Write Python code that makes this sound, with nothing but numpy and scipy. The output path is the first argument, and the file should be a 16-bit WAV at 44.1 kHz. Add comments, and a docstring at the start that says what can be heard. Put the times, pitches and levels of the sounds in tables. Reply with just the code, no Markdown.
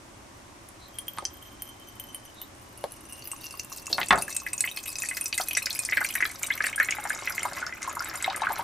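"""Liquid runs from a glass funnel through a stopcock into a glass beaker on a workbench in a small quiet room.
Single drops tick on bare glass as noise bursts with pings, then a broken stream sprays as noise puffs and grains.
It traps bubbles, sines that climb in pitch, in the deepening pool; decaying modes ring the beaker lower as it fills.
Air glugs up the funnel stem as a quickening beat of sines; hands knock the stand and bench in bursts and thuds.
Behind lie room reflections, coloured noise and two faint far whistles of narrow noise."""
import sys
import numpy as np
from scipy import signal
from scipy.fft import rfft, irfft
from scipy.io import wavfile

SR = 44100
rng = np.random.default_rng(int(sys.argv[2]) if len(sys.argv) > 2 else 0)


def materialize(psi):
    """Save the field psi as 16-bit PCM at rate SR to the path in sys.argv[1].

    A 1-D psi becomes a single channel; in a 2-D psi each row is a channel.
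    """
    bounded = np.clip(np.atleast_2d(psi).T, -1, 1)
    quanta = np.round(bounded * 32767).astype(np.int16)
    wavfile.write(sys.argv[1], SR, quanta)


N = 380583

# room air and microphone hiss, spectral shape: (frequency [Hz], density [dB per Hz, relative])
FLOOR_SHAPE = [(12, -22), (20, -8), (116, -0.5), (142, -10.5), (319, -4), (499, -16.5), (542, -7.5),
               (642, -11.5), (1120, -11), (1330, -16.5), (1960, -17.5), (4300, -26), (6180, -27.5),
               (8650, -24.5), (16000, -41)]
# stereo width of that noise: (frequency [Hz], side minus mid [dB])
FLOOR_WIDTH = [(30, -28), (150, -9), (1000, 0), (12000, -2.5)]
FLOOR_DB = -50.5   # rms of the mid
HISS_HZ, HISS_HALF_WIDTH_HZ, HISS_DB = 5900, 970, -1.3   # a narrow rise in the hiss; dB re the hiss there
ROOM_T60_S, ROOM_DB, ROOM_SIDE_DB, WALL_CUT_HZ = 0.11, -8.5, -4, 16500
CUTOFF_HZ = 16500

# faint far whistles: (time [s], length [s], pitch [Hz], level at the crest [dB])
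FAR_WHISTLES = [(0.772, 0.14, 4050, -53.5), (2.321, 0.17, 3780, -52.5)]
# knocks on stand and bench: (time [s], level [dB], centre [Hz], body t60 [s])
BENCH_KNOCKS = [(1.175, -26, 1130, 0.014), (1.185, -20, 1240, 0.017), (1.224, -34, 533, 0.061),
                (2.8401, -20, 598, 0.03), (3.901, -34.5, 495, 0.45), (3.929, -21, 4380, 0.036),
                (3.982, -15.5, 1162, 0.1), (4.015, -16.5, 2060, 0.021), (4.031, -19.5, 2660, 0.026),
                (4.107, -2.5, 1345, 0.061), (4.126, -10, 1110, 0.14), (4.132, -13.5, 743, 0.1),
                (4.177, -24, 910, 0.14)]
KNOCK_RING_T60_S, THUD_DB = 0.048, -13.5   # thud re the knock

GLUG_HZ, GLUG_T60_S, GLUG_DB, GLUG_LOSS_DB = 1110, 0.03, -29, .7   # loss per glug
# gap after glug k = base + extra * shrink^k - hurry * k
GLUG_START_S, GLUG_GAP_S, GLUG_EXTRA_S, GLUG_SHRINK, GLUG_HURRY_S = 3.3333, .12515, .08165, .6783, .001307

# the filling: (time [s], lowest beaker mode [Hz], spray level [dB], fine droplets' blows on the glass [dB])
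FILLING = [(0, 3330, -78.5, -95), (.85, 3220, -69, -76), (.95, 3210, -63, -59.5), (1.6, 3130, -68, -58),
           (2.25, 3053, -68, -57), (2.5, 2960, -65, -82), (2.8, 2850, -54, -64), (3.2, 2818, -45.5, -55),
           (3.9, 2696, -44, -60), (4.6, 2577, -47, -54.5), (5.3, 2555, -42.5, -57.5),
           (6.0, 2450, -43.5, -59), (7.0, 2150, -46.5, -55), (7.8, 2090, -50.5, -60),
           (8.63, 2130, -50, -67)]
# higher beaker modes: (pitch at the start [Hz], level [dB], t60 [s], exponent on the lowest mode's sinking [1])
HIGHER_MODES = [(6100, -7, 0.045, 0.112), (9600, -3, 0.037, 0.62), (12900, 2.5, 0.016, 1.3),
                (13800, -15, 0.054, 0.18)]
LOWEST_T60_S, MODE_SPREAD_DB = 0.052, 11.5   # each blow strikes each higher mode with a strength of its own
# a drop's blow on the beaker re its own level, falling steadily as the pool cushions it, scattered by chance
STRIKE_DB, CUSHION_DB_PER_S, STRIKE_SPREAD_DB = -14.5, -0.5, 10

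# the loudest air bubbles trapped under the stream: (time [s], level [dB], pitch [Hz])
TRAPPED_BUBBLES = [(4.28, -27, 1700), (4.465, -20.5, 1950), (4.532, -36, 2580), (4.611, -43, 2600),
                   (4.64, -18, 2070), (4.675, -18.5, 2490), (4.772, -25.5, 2530), (4.86, -26, 2510),
                   (5.036, -19, 1900), (5.112, -22.5, 2020), (5.17, -22.5, 1970), (5.327, -19.5, 2390),
                   (5.379, -21, 2050), (5.51, -17.5, 2560), (5.55, -24, 2530), (5.57, -14, 1990),
                   (5.669, -16, 1983), (5.705, -38, 2470), (5.758, -27.5, 2380), (5.889, -19.5, 1940),
                   (5.923, -12.5, 2000), (5.972, -10.5, 1900), (6.015, -17.5, 1510), (6.048, -18, 2294),
                   (6.105, -19.5, 2430), (6.154, -13, 1900), (6.205, -14, 1840), (6.225, -11, 1920),
                   (6.253, -18, 1660), (6.435, -21, 2330), (6.504, -15.5, 2035), (6.577, -25.5, 2140),
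                   (6.605, -13, 1700), (6.641, -12.5, 1886), (6.667, -16, 1820), (6.729, -21.5, 2140),
                   (6.779, -22.5, 1640), (6.8, -9.5, 1740), (6.887, -12, 1970), (6.923, -18, 2250),
                   (6.968, -26.5, 2000), (7.053, -24.5, 1500), (7.104, -17.5, 1720), (7.19, -33, 2090),
                   (7.274, -17, 1990), (7.305, -24.5, 1450), (7.38, -17, 2070), (7.431, -27, 2170),
                   (7.451, -21, 960), (7.568, -29.5, 1930), (7.626, -22, 1470), (7.667, -26, 1430),
                   (7.725, -24, 1990), (7.876, -22.5, 1034), (7.969, -20.5, 1110), (8.005, -23.5, 1375),
                   (8.131, -27.5, 1900), (8.203, -31, 2130), (8.226, -27, 1480), (8.243, -20, 2120),
                   (8.278, -17, 768), (8.345, -23, 1970), (8.419, -18, 857), (8.469, -14, 1465),
                   (8.503, -20.5, 882), (8.593, -21, 905)]
BUBBLE_CYCLES, CYCLES_SPREAD = 52, 0.32   # typical cycles to fall 60 dB; scatter of their logarithm
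SHED_S, SHED_DB, SHED_OCTAVES = 0.022, -11, 0.29   # smaller bubble shed: scale of delay, level, scale of step up
# low gulps that sweep up as the cavity closes: (time [s], level [dB], first pitch [Hz], chirp as in chirp() [1])
LOW_GULPS = [(5.399, -25, 580, 2.3), (6.010, -27, 793, 2.3), (6.984, -27.5, 820, 0.069),
             (7.052, -27, 727, 0.74), (7.451, -27.5, 630, 1.4), (8.299, -34, 804, 0.044),
             (8.433, -20.5, 880, 1.2)]
GULP_T60_S = .068

# dripping turns into a stream between these times; mean rate of stray drops before and after
STREAM_S, DRIP_PER_S, STREAM_PER_S = (2, 4.2), 41, 115
CLUMP_HZ, CLUMP_DB = 9.0, 3.0   # the stream breaks up in clumps: top speed and rms swing of the stray rate
SPRAY_T60_S = 0.027
POOL_S, GURGLE_DB, GURGLE_GROWS_S = 4.33, -39.5, 3.318   # gurgling starts with a pool and grows on this time scale

# the loudest drops bursting on glass or pool: (time [s], level [dB], centre [Hz])
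LOUD_DROPS = [(0.6876, -36.5, 9900), (0.986, -20.5, 10020), (1.0813, -22.5, 12040), (1.1845, -30.5, 8800),
              (1.2523, -16, 6080), (1.621, -23, 12050), (1.9982, -26.5, 11400), (2.146, -25.5, 11100),
              (2.4159, -24.5, 13400), (2.8402, -32.5, 10700), (2.9206, -30.5, 10930),
              (3.2739, -23.5, 11860), (3.3162, -20, 8630), (3.4416, -28.5, 12900), (3.4668, -28.5, 5970),
              (3.596, -21.5, 5960), (3.7256, -29, 5960), (3.8679, -24.5, 6800), (3.9288, -11, 4406),
              (4.012, -30, 4020), (4.0854, -21, 7850), (4.1067, -12.5, 3500), (4.1575, -26, 7920),
              (4.2222, -16, 9650), (4.3266, -26.5, 5960), (4.3652, -13, 8300), (4.5324, -16, 8660),
              (4.5793, -21.5, 6800), (4.6067, -7.5, 8440), (4.7722, -24, 4410), (4.8599, -30, 13300),
              (4.8803, -22, 11600), (4.928, -27.5, 7800), (4.9558, -22.5, 4990), (4.9852, -19.5, 7230),
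              (5.0204, -19.5, 7050), (5.0875, -17, 8380), (5.1685, -25, 13300), (5.2115, -16.5, 9120),
              (5.2579, -18.5, 5880), (5.3272, -17.5, 4680), (5.378, -13, 8600), (5.485, -16.5, 11350),
              (5.5319, -19.5, 11460), (5.551, -19, 5750), (5.573, -15.5, 7770), (5.6583, -16.5, 5170),
              (5.705, -19, 4280), (5.7663, -26, 11140), (5.791, -15.5, 8420), (5.85, -18, 9000),
              (5.97, -25.5, 4380), (6.046, -18, 8970), (6.1536, -16.5, 11100), (6.2536, -22, 4040),
              (6.4311, -16, 7310), (6.469, -21, 9040), (6.5533, -26, 13200), (6.6665, -18, 8830),
              (6.7595, -20, 9500), (6.857, -31, 8900), (6.908, -16, 6520), (7.0973, -20.5, 9140),
              (7.1484, -25, 6810), (7.2976, -24.5, 11300), (7.351, -27, 13100), (7.431, -21.5, 9020),
              (7.6657, -22.5, 5360), (7.8288, -21.5, 6460), (7.8948, -25, 6770), (7.994, -25, 5420),
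              (8.0453, -25, 7750), (8.156, -26, 8630), (8.225, -18.5, 7820), (8.244, -18.5, 3850),
              (8.3002, -22.5, 3820), (8.3617, -20, 8840), (8.4191, -25.5, 3890), (8.5295, -24, 13300),
              (8.5812, -33, 10900)]
TICK_T60_S, PING_T60_S = 0.014, 0.036
STEM_HZ, STEM_DB, STEM_T60_S = 5960, -20.5, 0.19   # a mode of the funnel stem, which stays out of the pool


def amp(db):
    """Gain of a level in dB."""
    return 10 ** (np.asarray(db) / 20)


def rms_one(x):
    """Scale to rms 1."""
    return x / np.sqrt(np.mean(x ** 2) + 1e-20)


def butter(x, order, hz, kind="low"):
    """Butterworth filter, low-pass unless told otherwise."""
    return signal.sosfilt(signal.butter(order, hz, kind, fs=SR, output="sos"), x)


def octave_band(x, order, hz, octaves):
    """Band-pass this many octaves wide around hz."""
    edges = np.clip(hz * 2 ** (np.array([-.5, .5]) * octaves), 30, .45 * SR)
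    return butter(x, order, edges, "band")


def add(out, s, sound):
    """Mix a short sound in at time s."""
    i = int(round(s * SR))
    out[i:i + len(sound)] += sound[:max(N - i, 0)]


def fade(t60):
    """Time axis and exponential decay by 60 dB in t60 seconds."""
    t = np.arange(int(max(t60, .008) * SR)) / SR
    return t, amp(-60 * t / max(t60, .003))


def die_away(clicks, t60):
    """Give each click an exponential tail; the tiny offset keeps the filter off vanishing numbers."""
    return signal.lfilter([1], [1, -amp(-60 / (t60 * SR))], clicks + 1e-18)


def ring(clicks, hz, t60):
    """A mode of moving pitch: shift the clicks down by its phase, let them die away, shift back."""
    turn = np.exp(2j * np.pi * np.cumsum(hz * np.ones(N)) / SR)
    return np.imag(turn * die_away(clicks / turn, t60))


def burst(hz, t60, octaves, crack_db):
    """A sharp click with dying noise behind it, through a band around hz; early peak 1."""
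    t, decay = fade(t60)
    push = rng.standard_normal(len(t)) * decay
    push[0] = amp(crack_db)
    sound = octave_band(push, 3, hz, octaves)
    return sound / np.abs(sound[:300]).max()


def chirp(hz, t60, rise):
    """A dying sine that swells in about a cycle; its pitch climbs to 1 + 2 * rise times hz, or holds at rise 0."""
    t, decay = fade(t60)
    sine = np.sin(2 * np.pi * hz * t * (1 + rise * np.minimum(t, t60) / t60))
    return sine * decay * (1 - np.exp(-t * hz * 2))


def strays(per_s, spread_db):
    """Random clicks of uneven size and either sign."""
    hits = rng.random(N) < per_s / SR
    size = amp(spread_db * np.minimum(rng.exponential(1, N), 2.5))
    return hits * size * rng.choice([-1, 1], N)


def grains(clicks, low_hz, high_hz, cycles, count):
    """Clicks dealt to resonators spread in pitch, each dying by 60 dB in the given cycles."""
    dealt, out = rng.integers(0, count, N), 0
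    for k, hz in enumerate(np.geomspace(low_hz, high_hz, count)):
        r, w = amp(-60 * hz / (cycles * SR)), 2 * np.pi * hz / SR
        resonator = [1, -2 * r * np.cos(w), r * r]
        out = out + signal.lfilter([np.sin(w)], resonator, clicks * (dealt == k) + 1e-18)
    return out


def puffs(clicks, low_hz, high_hz, t60, octaves, count):
    """Clicks dealt to bands spread in pitch; each opens a short dying puff of noise in its band."""
    dealt, out, white = rng.integers(0, count, N), 0, rng.standard_normal(N)
    for k, hz in enumerate(np.geomspace(low_hz, high_hz, count)):
        opening = die_away(np.abs(clicks) * (dealt == k), t60)
        out = out + rms_one(octave_band(white, 2, hz, octaves)) * opening
    return out


def floor():
    """Room air and hiss: steady coloured noise, partly its own in each channel."""
    hz = np.maximum(np.fft.rfftfreq(N, 1 / SR), 1)
    shape_hz, shape_db = np.transpose(FLOOR_SHAPE)
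    width_hz, width_db = np.transpose(FLOOR_WIDTH)
    shape = amp(np.interp(np.log(hz), np.log(shape_hz), shape_db))
    width = amp(np.interp(np.log(hz), np.log(width_hz), width_db))
    shape *= 1 + amp(HISS_DB) / (1 + ((hz - HISS_HZ) / HISS_HALF_WIDTH_HZ) ** 2)
    mid, side = rfft(rng.standard_normal((2, N))) * shape
    mid, side = irfft(mid, N), irfft(side * width, N)
    return amp(FLOOR_DB) * np.array([mid + side, mid - side]) / np.std(mid)


def whistles():
    """Narrow noise that swells and fades."""
    out = np.zeros(N)
    for s, length, hz, db in FAR_WHISTLES:
        swell = np.hanning(int(length * SR))
        narrow = butter(rng.standard_normal(len(swell)), 2, [hz - 200, hz + 200], "band")
        add(out, s, amp(db) * swell * rms_one(narrow))
    return out


def room(x):
    """Dense reflections from bench, glassware and walls: dying noise, unlike in the two channels."""
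    t, decay = fade(ROOM_T60_S)
    tails = rng.standard_normal((2, len(t))) * decay * (t > .001)
    tails = butter(tails, 1, WALL_CUT_HZ)
    mid, side = (signal.fftconvolve(x, h / np.sqrt(np.sum(h ** 2)))[:N] for h in tails)
    return amp(ROOM_DB) * (mid + amp(ROOM_SIDE_DB) * side * np.array([[1], [-1]]))


def knocks():
    """A sharp contact, a short body ring and a low thud of the bench."""
    out = np.zeros(N)
    for s, db, hz, t60 in BENCH_KNOCKS:
        add(out, s, amp(db - 2.0) * burst(2700, 0.0076, octaves=1.48, crack_db=24))   # contact
        add(out, s, amp(db) * burst(hz, t60, octaves=1.3, crack_db=19))               # body
        add(out, s, amp(db - 9) * chirp(hz, KNOCK_RING_T60_S, rise=0))
        add(out, s, amp(db - 35) * chirp(53, 0.23, rise=0))                           # the bench sways
        add(out, s, amp(db + THUD_DB) * burst(330, 2.9 * t60, octaves=3.17, crack_db=23.5))
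    return out


def glugs(count=22):
    """Air bubbles up the stem in a weakening beat that quickens fast, then slowly."""
    out, s = np.zeros(N), GLUG_START_S
    for k in range(count):
        add(out, s, amp(GLUG_DB - GLUG_LOSS_DB * k) * chirp(GLUG_HZ, GLUG_T60_S, rise=0.049))
        s += GLUG_GAP_S + GLUG_EXTRA_S * GLUG_SHRINK ** k - GLUG_HURRY_S * k
    return out


def beaker(lowest_hz, blows):
    """Drops strike the glass; the liquid's mass lowers every mode and deadens the high ones."""
    s, db, _ = np.transpose(LOUD_DROPS)
    chance_db = STRIKE_SPREAD_DB * rng.uniform(-1.4, 1, len(s))
    clicks = blows.copy()
    clicks[(s * SR).astype(int)] += amp(db + STRIKE_DB + CUSHION_DB_PER_S * s + chance_db)
    out = ring(clicks, lowest_hz, LOWEST_T60_S)
    sunk = lowest_hz / lowest_hz[0]
    for hz, db, t60, exponent in HIGHER_MODES:
        struck = clicks * amp(MODE_SPREAD_DB * rng.uniform(-2.7, 1, N))
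        out += amp(db) * sunk ** 1.1 * ring(struck, hz * sunk ** exponent, t60)
    return out


def pool():
    """Bubbles and gulps in the beaker, each bubble with its splash and a smaller one shed."""
    out, chance = np.zeros(N), rng.normal(0, 1, (len(TRAPPED_BUBBLES), 4))
    for (s, db, hz), (a, b, c, d) in zip(TRAPPED_BUBBLES, chance):
        t60 = BUBBLE_CYCLES * np.exp(CYCLES_SPREAD * a) / hz
        add(out, s, amp(db) * chirp(hz, t60, rise=0.093 * abs(b)))
        add(out, s, amp(db - 5) * burst(hz, 1.8 * t60, octaves=.75, crack_db=10))   # splash
        add(out, s, amp(db - 26) * burst(400, 0.038, octaves=1.8, crack_db=-2))     # the pool slaps the glass
        shed = chirp(hz * 2 ** (SHED_OCTAVES * abs(d)), t60, rise=.35 * abs(a))
        add(out, s + SHED_S * (.5 + abs(c)), amp(db + SHED_DB) * shed)
    for s, db, hz, rise in LOW_GULPS:
        add(out, s, amp(db + 2.5) * burst(1.58 * hz, GULP_T60_S, octaves=1.4, crack_db=2))
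        add(out, s, amp(db) * chirp(hz, GULP_T60_S, rise))
    return out


def gurgle(t, per_s):
    """Crowds of small bubbles, as resonant grains and froth puffs, that grow once a pool stands."""
    blips = strays(4 * per_s, spread_db=6.0)
    froth = amp(-5.5) * rms_one(puffs(blips, 543, 3100, 0.033, octaves=1.0, count=6))
    blips = rms_one(grains(blips, 1098, 2470, cycles=22.0, count=10))
    depth = np.tanh(np.maximum(t - POOL_S, 0) / GURGLE_GROWS_S) ** 2
    return amp(GURGLE_DB) * depth * (blips + froth)


def clumps():
    """Slow random swing of a rate, mean 1."""
    swing = amp(CLUMP_DB * rms_one(butter(rng.standard_normal(N), 2, CLUMP_HZ)))
    return swing / np.mean(swing)


def trickle():
    """The stream's wash under the drops, flickering fast; rms 1."""
    wash = butter(rng.standard_normal(N), 2, [2800, 13000], "band")
    flicker_db = 6.0 * rms_one(butter(rng.standard_normal(N), 2, 25))
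    return rms_one(wash * amp(flicker_db))


def spray(stray, spray_db, lowest_hz):
    """Stray drops as puffs and grains over the wash: thin on bare glass, fuller on a pool."""
    full = rms_one(puffs(stray, 5070, 15700, SPRAY_T60_S, octaves=0.52, count=8))
    full += amp(-4) * rms_one(grains(stray, 3800, 14400, cycles=140, count=16))
    full += amp(-13) * trickle()
    full *= amp(spray_db)
    thin = butter(full, 4, 8000, "high")
    pooled = np.clip((2900 - lowest_hz) / 250, 0, 1)   # a lower beaker mode means a deeper pool
    return pooled * full + (1 - pooled) * thin


def drops():
    """Each drop is a bright burst; its droplets ping at and near its pitch, and may set the stem ringing."""
    out, chance = np.zeros(N), rng.normal(0, 1, (len(LOUD_DROPS), 3))
    for (s, db, hz), (a, b, c) in zip(LOUD_DROPS, chance):
        add(out, s, amp(db) * burst(hz, TICK_T60_S, octaves=0.77, crack_db=12.5))
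        add(out, s, amp(db - 11) * burst(3040, 0.015, octaves=2.1, crack_db=16.5))   # the dull tap of the impact
        add(out, s, amp(db - 5.5) * chirp(hz, PING_T60_S, rise=0.0029))
        droplet = chirp(hz * 2 ** (.2 * b), PING_T60_S, rise=.02)
        add(out, s + .004 * abs(c), amp(db - 14 + 2 * a) * droplet)
        off_pitch_db = -60.0 * abs(np.log2(hz / STEM_HZ))   # only drops near its pitch excite the stem
        add(out, s, amp(db + STEM_DB + off_pitch_db) * chirp(STEM_HZ, STEM_T60_S, rise=0))
    return out


def scene():
    """Bench sounds almost in the middle, with room, far whistles and floor."""
    t, (s, *columns) = np.arange(N) / SR, np.transpose(FILLING)
    lowest_hz, spray_db, blows_db = (np.interp(t, s, column) for column in columns)
    per_s = np.interp(t, STREAM_S, [DRIP_PER_S, STREAM_PER_S]) * clumps()
    stray = strays(per_s, spread_db=5.5)
    blows = amp(blows_db) * (stray + strays(2 * per_s, spread_db=4.0))
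    bench = knocks() + glugs() + beaker(lowest_hz, blows) + pool() + gurgle(t, per_s)
    bench += spray(stray, spray_db, lowest_hz) + drops()
    return bench * amp([[.2], [-.2]]) + room(bench) + whistles() + floor()


def record(dry):
    """Cut the top steeply and clip at full scale."""
    return np.clip(signal.sosfilt(signal.cheby2(8, 50, CUTOFF_HZ, fs=SR, output="sos"), dry), -1, 1)


dry = scene()
out = record(dry)
materialize(out)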